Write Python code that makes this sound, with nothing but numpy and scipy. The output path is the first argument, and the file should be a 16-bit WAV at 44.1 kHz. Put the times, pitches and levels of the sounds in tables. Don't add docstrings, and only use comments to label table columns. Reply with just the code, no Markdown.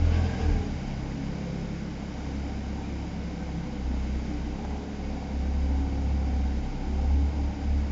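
import sys
import numpy as np
from scipy import signal
from scipy.fft import rfft, irfft, next_fast_len
from scipy.io import wavfile
from scipy.ndimage import uniform_filter1d

SR = 44100
rng = np.random.default_rng(int(sys.argv[2]) if len(sys.argv) > 2 else 0)


def transcribe(signal):
    frames = np.atleast_2d(signal).T
    limited = np.clip(frames, -1, 1)
    pcm = np.round(limited * 32767).astype(np.int16)
    wavfile.write(sys.argv[1], SR, pcm)


def nominal_scale(level):
    x = np.asarray(level, float) / 20
    return 10 ** x


N = 348831


def rms_one(x):
    return x / np.sqrt(np.mean(x ** 2) + 1e-20)


def evened(x, size):
    return x / np.sqrt(uniform_filter1d(x ** 2, size) + 1e-12)


def in_time(rows):
    s, *columns = np.transpose(rows)
    return [np.interp(np.arange(N) / SR, s, c) for c in columns]


def drift(rate):
    r = np.exp(-80 * np.pi * rate / SR)
    sparse = rng.standard_normal(N // 40 + 2002)
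    slow = signal.lfilter([1], [1, -2 * r, r * r], sparse)[2000:]
    return np.interp(np.arange(N) / 40, np.arange(len(slow)), rms_one(slow))


def swell(s, half, db):
    first = max(int((s - 3 * half) * SR), 0)
    last = min(int((s + 3 * half) * SR), N)
    near = np.arange(first, last)
    out = np.zeros(N)
    out[near] = nominal_scale(db) * np.exp(-np.abs((near / SR - s) / half) ** 2.6)
    return out


def held_open(db, open_s, shut_s, rise_db, fall_db):
    now = np.arange(N) / SR
    before = np.maximum(open_s - now, 0)
    after = np.maximum(now - shut_s, 0)
    return nominal_scale(db - rise_db * before - fall_db * after)


def resonate(x, peaks):
    out = 0
    for k, (hz, width, db) in enumerate(peaks):
        r = np.exp(-np.pi * width / SR)
        b = (1 - r * r) / 2 * np.array([1, 0, -1])
        a = [1, -2 * r * np.cos(2 * np.pi * hz / SR), r * r]
        out = out + (-1) ** k * nominal_scale(db) * signal.lfilter(b, a, x)
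    return out


def coloured(spectrum):
    size = next_fast_len(N)
    hz, db = np.transpose(spectrum)
    log_hz = np.log(np.maximum(np.arange(size // 2 + 1) * SR / size, 1))
    gain = nominal_scale(np.interp(log_hz, np.log(hz), db))
    return rms_one(irfft(rfft(rng.standard_normal(size)) * gain, size)[:N])


def hall_answer(size):
    t60_s, wall_cut_hz = 1.42, 5700
    w = 2 * np.pi * np.arange(size // 2 + 1) / size
    loss = np.log(1000) * (1 + w * SR / (2 * np.pi * wall_cut_hz)) / (t60_s * SR)
    answer = 0
    for k, lag in enumerate((rng.uniform(.025, .07, 12) * SR).astype(int)):
        loop = np.exp(-(loss + 1j * w) * lag)
        level = np.sqrt(1 - np.exp(-2 * loss * lag))
        answer = answer + (-1) ** k * loop / (1 - loop) * level
    return answer / np.sqrt(12)


def in_hall(x, wet_db, answer):
    size = 2 * (len(answer) - 1)
    run_in = np.concatenate([x[SR:0:-1], x])
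    tail = irfft(rfft(run_in, size) * answer, size)[SR:SR + N]
    return rms_one(x + nominal_scale(wet_db) * tail)


def puffs(turns, jitter, uneven_db, breath):
    at = np.flatnonzero(np.diff(np.floor(turns)) > 0)
    chance = rng.standard_normal((len(at), 2))
    late = (jitter * SR * chance[:, 0]).astype(int)
    clicks = np.zeros(N)
    clicks[np.clip(at + late, 0, N - 1)] = nominal_scale(uneven_db * chance[:, 1])
    gust = signal.lfilter([1], [1, -np.exp(-1 / (0.024 * SR))], clicks)
    return clicks + breath * gust * rng.standard_normal(N)


def order(multiple, speed):
    turns = multiple * np.cumsum(speed) / SR
    shake = 0.056 * multiple * drift(3.17)
    strength = np.sqrt(2) * nominal_scale(0.29 * multiple * np.tanh(drift(17)))
    return strength * np.sin(2 * np.pi * (turns + 0.22 + 0.26 * rng.random()) + shake)


def boom(per_s, effort_db):
    # (multiple of firing rate, level [dB])
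    quiet_db = [(1, -45), (2, -41.5), (3, -49), (4, -50), (5, -49), (8, -53.5)]
    # (multiple of firing rate, level [dB])
    order_db = [(1.5, -53), (6, -52.5), (7, -59), (9, -61), (10, -61.5), (11, -64), (12, -59.5), (13, -64),
                (14, -60), (15, -63), (17, -65)]
    # (time [s], half length [s], level [dB])
    throbs = [(0.076, 0.1, -27.5), (0.516, 0.084, -25), (.3, .1, -41), (.7, .06, -35), (.86, .08, -38),
              (.2, 0.076, -35), (1.0, .15, -43), (1.28, .08, -40), (1.62, .12, -44), (4.003, .3, -39),
              (4.5, .22, -39), (5.07, .1, -36.5), (5.68, 0.36, -39.5), (6.751, .35, -35), (7.05, 0.13, -34),
              (7.45, 0.075, -37), (7.729, 0.11, -35)]
    # (time [s], half length [s], level [dB])
    booms = [(0.066, 0.081, -22), (0.202, 0.1, -24.5), (0.469, 0.057, -24), (0.582, 0.05, -30.5),
             (0.668, .025, -43), (0.752, 0.04, -34), (.33, .04, -36.5), (1.028, 0.13, -38.5),
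             (2.403, 0.25, -35.5), (2.727, 0.12, -37), (2.956, 0.11, -35), (3.247, 0.095, -36.5),
             (3.497, .12, -37.5), (3.955, 0.17, -29), (4.16, 0.072, -31), (4.395, 0.22, -35),
             (4.722, 0.085, -33.5), (5.1, 0.12, -35), (5.418, 0.13, -29.5), (5.67, 0.25, -26),
             (6.12, 0.24, -26.5), (6.44, 0.21, -27), (7.005, 0.14, -26.5), (7.187, 0.12, -22),
             (7.42, 0.1, -26.5), (7.752, 0.13, -25), (7.93, 0.028, -21)]
    # (time [s], multiple of firing rate, half length [s], level [dB])
    drones = [(0.19, 3, 0.31, -35.5), (.58, 3, 0.067, -37), (0.986, 3, 0.043, -33), (2.916, 3, 0.39, -43),
              (5.9, 3, .15, -49), (6.06, 3, 0.32, -39.5), (7.47, 3, 0.58, -44), (0.53, 4, 0.071, -39),
              (.88, 4, 0.35, -41), (1.36, 4, 0.65, -40), (2.45, 4, .3, -46), (3.62, 4, 0.15, -42.5),
              (4.196, 4, 0.63, -45.5), (5.6, 4, .3, -53), (6.702, 4, 0.17, -41), (7.396, 4, .2, -51),
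              (3.9, 8, 0.11, -42), (.96, 5, .08, -42), (1.56, 5, 0.45, -38.5), (3.2, 5, 0.38, -40),
              (3.6, 5, 0.063, -35.5), (4.4, 5, 0.21, -44.5), (5.54, 5, 0.31, -47.5), (0.535, 8, 0.1, -40.5),
              (1.2, 8, 0.047, -38), (2.358, 8, 0.2, -44.5), (5.15, 8, 0.3, -44), (5.854, 8, 0.21, -36),
              (7.304, 8, 0.66, -48.5), (7.6, 8, .05, -40.5), (7.21, 8, 0.08, -38), (7.42, 8, 0.044, -37),
              (7.76, 8, .05, -40), (6.303, 8, 0.15, -45), (1.6, 3, .12, -45), (2.4, 3, .25, -46.5),
              (6.1, 4, .25, -45.5), (5.6, 5, .15, -46), (4.8, 8, 0.088, -49), (1.55, 8, 0.11, -52),
              (6.55, 8, .1, -48), (1.95, 8, 0.11, -49)]
    # (time [s], multiple, half length [s], level [dB])
    singing = [(0.068, 7, 0.071, -39.5), (0.224, 6, 0.16, -46), (.2, 14, 0.045, -54),
               (0.347, 11, 0.11, -47.5), (1.2, 6, 0.39, -48.5), (1.496, 12, 0.2, -58.5),
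               (1.5, 15, 0.23, -53), (2.4, 12, 0.18, -60), (2.94, 10, 0.081, -54), (3.3, 15, 0.08, -58),
               (3.68, 15, 0.24, -56), (3.7, 9, 0.27, -51.5), (4.15, 6, 0.59, -50.5), (4.4, 9, 0.16, -43),
               (4.675, 12, 0.12, -55), (4.92, 12, 0.45, -54), (5.2, 15, 0.36, -60.5), (5.9, 9, 0.14, -60),
               (6.004, 15, 0.65, -55), (6.101, 12, 0.38, -65.5), (6.3, 6, 0.2, -44.5),
               (6.595, 12, 0.087, -59), (6.904, 11, 0.09, -50), (7.046, 15, 0.057, -53.5),
               (7.15, 12, 0.15, -58), (7.52, 6, 0.092, -50), (7.0, 6, 0.057, -51), (7.76, 6, .06, -51),
               (.37, 1.5, .1, -44), (4.05, 7, 0.33, -48.5), (4.7, 7, 0.38, -53), (5.5, 7, 0.38, -47.5),
               (6.4, 7, 0.19, -44.5), (7.1, 7, 0.34, -48), (7.75, 7, 0.17, -55.5), (1.398, 10, 0.48, -58.5),
               (2.747, 9, 0.15, -56.5), (6.45, 9, .15, -57), (5.602, 12, 0.27, -59.5), (5.9, 10, .1, -55),
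               (7.5, 9, .2, -56)]
    # (time [s], multiple, half length [s], depth [dB])
    nulls = [(1.19, 1, .03, -13), (1.4, 1, .05, -17), (4.87, 1, .05, -9), (7.32, 1, .04, -12),
             (.9, 2, 0.042, -11), (4.58, 2, 0.027, -12), (6.72, 2, .03, -11), (3.74, 2, 0.037, -1),
             (3.3, 4, 0.12, -10), (3.7, 3, .1, -9), (5.7, 3, .08, -5), (1, 3, .1, -5), (4.9, 5, .1, -4),
             (7.4, 5, .15, -6.5)]
    # (time [s], half length [s], flutter [dB re 1 dB])
    beating = (1.0, .25, 8.7)
    flutter_db, flutter_per_s = 2.6, 14
    hold_s, hold_sag_hz = .34, 2.6
    now = np.arange(N) / SR
    held = np.maximum(per_s, np.interp(now - hold_s, now, per_s) - hold_sag_hz)
    low = [(s, 1, half, db) for s, half, db in throbs]
    low += [(s, 2, half, db) for s, half, db in booms]
    low += list(drones)
    out = 0
    for multiple, db in quiet_db:
        power = nominal_scale(db) ** 2 + sum(swell(s, half, top) ** 2 for s, k, half, top in low if k == multiple)
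        dips_db = sum(depth_db * swell(s, half, 0) for s, k, half, depth_db in nulls if k == multiple)
        shaken_db = (flutter_db + swell(*beating)) / multiple * np.tanh(drift(flutter_per_s))
        speed = held if multiple < 2.5 else per_s
        out = out + nominal_scale(dips_db + shaken_db) * np.sqrt(power) * order(multiple, speed)
    for multiple, db in order_db:
        lost_db = 2.0 * (held - per_s)
        gain = nominal_scale(db + 0.48 * effort_db + 2.8 * np.tanh(drift(3.8)) - lost_db)
        gain += sum(swell(s, half, top) for s, k, half, top in singing if k == multiple)
        out += gain * order(multiple, per_s)
    return out


def burble(turns, effort_db, hall):
    # (frequency [Hz], width [Hz], level [dB])
    silencer = [(186.8, 62.6, 2), (229.8, 58.4, 0.5), (277.5, 16, -0.5), (429, 24, -18), (492.6, 40, -17.5),
                (772, 42, -13.5), (912, 108, -19), (297.8, 35.2, -3.5)]
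    pipe = resonate(puffs(turns, jitter=.0009, uneven_db=2.5, breath=0.076), silencer)
    pipe = signal.sosfilt(signal.butter(4, 140, "high", fs=SR, output="sos"), pipe)
    level_db = -36 + 0.1 * effort_db
    return nominal_scale(level_db - 3.0) * evened(in_hall(pipe, 1.6, hall), size=5000)


def mechanics(turns, noise_db):
    # (frequency [Hz], density [dB per Hz])
    clatter = [(180, -26.5), (300, -3.5), (362, -10), (501, -9), (657, -8.5), (783, -13.5), (1170, -19),
               (1710, -21), (2190, -18), (4300, -30.5), (4850, -25.5), (6900, -40.5), (7580, -29.5),
               (9850, -68.5), (16700, -120)]
    # (frequency [Hz], width [Hz], level [dB])
    casing_peaks = [(1080, 86, -14.5), (1502, 120, -7), (2206, 150, -8), (3043, 140, -14), (3770, 190, -15),
                    (4840, 520, -16), (7330, 410, -7)]
    pulse = 1 + 0.04 * np.cos(2 * np.pi * turns)
    broad = coloured(clatter)
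    casing = resonate(rng.standard_normal(N), casing_peaks)
    return nominal_scale(noise_db + 3.5) * (pulse * broad + nominal_scale(14.5) * casing)


def ventilation():
    return nominal_scale(-52) * coloured([(15, -20), (30, -4), (50, -9), (80, -4), (150, -3), (300, -30)])


def blip(turns, hall):
    # (frequency [Hz], width [Hz], level [dB])
    blip_peaks = [(440, 22, -1), (846, 120, 2), (1188, 13, -6.5), (2030, 38, -7), (3020, 1200, -17.5),
                  (5460, 500, -22.5)]
    # (level [dB], reached [s], held until [s], rise [dB/s], fall [dB/s])
    throttle = (-45.5, -0.6, 0, 102, 27.5)
    # (time [s], frequency [Hz], half length [s], level [dB])
    slips = [
        (0.196, 1570, 0.066, -47.5),
        (0.332, 1615, 0.048, -49),
        (.44, 1634, 0.043, -50),
        (0.542, 1620, .05, -51.5),
    ]
    # (time [s], half length [s], level [dB])
    intake = [
        (.15, 0.04, -47),
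        (.26, .02, -49),
        (.42, 0.032, -50),
        (.92, 0.049, -55.5),
    ]
    rough = resonate(puffs(turns, jitter=0.0013, uneven_db=-2.5, breath=.4), blip_peaks)
    slip = rng.standard_normal(N)
    squeal = 0
    for s, hz, half, db in slips:
        belt = resonate(resonate(slip, [(hz, 70, 0)]), [(hz, 70, 0)])
        squeal = squeal + swell(s, half, db) * evened(belt, size=2000)
    hiss = coloured([(900, -34), (1800, 0.5), (3000, 4.0), (4200, -14), (5000, 1), (6200, -16.0), (7700, -24.0)])
    gulps = sum(swell(s, half, db) for s, half, db in intake)
    return held_open(*throttle) * in_hall(rough, 6.3, hall) + squeal + gulps * hiss


def rings():
    # (time [s], frequency [Hz], half length [s], level [dB])
    tones = [(0.17, 1130, 0.07, -53), (.05, 1450, .06, -55), (0.15, 2200, .05, -58), (.6, 810, .08, -50),
             (0.4, 1700, .04, -60), (2.88, 2400, 0.12, -62), (0.21, 450, 0.15, -45),
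             (.28, 193, 0.17, -38.5), (0.43, 462, 0.13, -43), (0.5, 430, 0.15, -45.5),
             (0.576, 195, 0.05, -35), (0.713, 190, 0.044, -35.5), (0.65, 400, 0.055, -48),
             (0.63, 430, 0.075, -48.5), (3.274, 2190, 0.076, -62), (3.418, 1540, 0.024, -53.5),
             (2.205, 1440, 0.0074, -54), (0.46, 292, .1, -45.5), (0.67, 278, .06, -39.5),
             (1.1, 260, .07, -43), (0.51, 240, 0.066, -49), (0.43, 300, 0.054, -45.5),
             (2.8, 292, 0.071, -43)]
    now = np.arange(N) / SR
    out = 0
    for s, hz, half, db in tones:
        tone = np.sin(2 * np.pi * hz * now + .5 * drift(14))
        out = out + np.sqrt(2) * swell(s, half, db) * tone
    return out


def rasp(turns, hall):
    # (time [s], half length [s], level [dB])
    flares = [
        (.18, 0.084, -48),
        (0.402, 0.2, -42.5),
        (0.926, 0.054, -43.5),
        (2.8, 0.63, -54),
        (3.99, 0.046, -53),
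        (4.7, 0.16, -45.5),
        (5.12, 0.29, -48),
        (6.06, 0.58, -46.5),
        (6.954, 0.22, -46),
        (7.498, 0.36, -48),
    ]
    bark = puffs(turns / 2, jitter=.001, uneven_db=4.5, breath=0.15)
    bark = bark + nominal_scale(-9.5) * puffs(turns, jitter=.001, uneven_db=5.5, breath=0.19)
    bark = resonate(bark, [(816, 190, 0)])
    turned = swell(7.5, 0.64, 0)
    straight = (1 - turned) * resonate(bark, [(763.5, 53, 5.1)])
    swung = turned * resonate(bark, [(787.0, 54, 3.5)])
    bark = straight + swung + resonate(bark, [(895, 59, -5), (1004, 42, -12.5)])
    level = nominal_scale(-59) + sum(swell(*row) for row in flares)
    return nominal_scale(-4.0) * level * evened(in_hall(bark, 8.8, hall), size=8000)


def barks():
    # (time [s], peak level [dB])
    hard_firings = [
        (4.592, -33),
        (4.650, -29),
        (4.708, -33),
        (4.764, -35),
        (5.755, -40),
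    ]
    pipe_hz, width_hz = 775, 97
    s, db = np.transpose(hard_firings)
    clicks = np.full(N, 1e-18)
    clicks[(s * SR).astype(int)] = nominal_scale(db) * SR / (2 * np.pi * width_hz)
    return resonate(clicks, [(pipe_hz, width_hz, 0)])


def scene():
    # (time [s], firing rate [1/s])
    speed = [(0, 41), (.36, 42), (.6, 32.3), (.75, 32.2), (.88, 34), (1.08, 33), (1.2, 34), (2.95, 34.5),
             (3.3, 34.2), (3.7, 33.2), (3.85, 32), (4.5, 32.6), (4.65, 34.8), (5.08, 35.1), (5.22, 34),
             (6.2, 34.3), (6.65, 33), (7.2, 35.2)]
    # (time [s], level [dB])
    load = [
        (0, -49),
        (.06, -45.5),
        (.42, -45),
        (.72, -48.5),
        (1.9, -50),
        (2.3, -49),
        (2.65, -50),
        (3.9, -50.5),
        (4.05, -49),
        (4.5, -50.5),
    ]
    (per_s,), (noise_db,) = in_time(speed), in_time(load)
    effort_db = noise_db - np.median(noise_db)
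    turns = np.cumsum(per_s) / SR
    hall = hall_answer(2 * next_fast_len(N // 2 + SR))
    exhaust = boom(per_s, effort_db) + burble(turns, effort_db, hall)
    exhaust += blip(turns, hall) + rasp(turns, hall) + barks()
    return (exhaust + mechanics(turns, noise_db) + ventilation() + rings())[None]


def band_limit(x):
    return signal.sosfilt(signal.butter(12, 7730, fs=SR, output="sos"), x)


def record(dry):
    cut = signal.sosfilt(signal.cheby2(10, 60, 8290, fs=SR, output="sos"), dry)
    return band_limit(cut)


dry = scene()
out = record(dry)
transcribe(out)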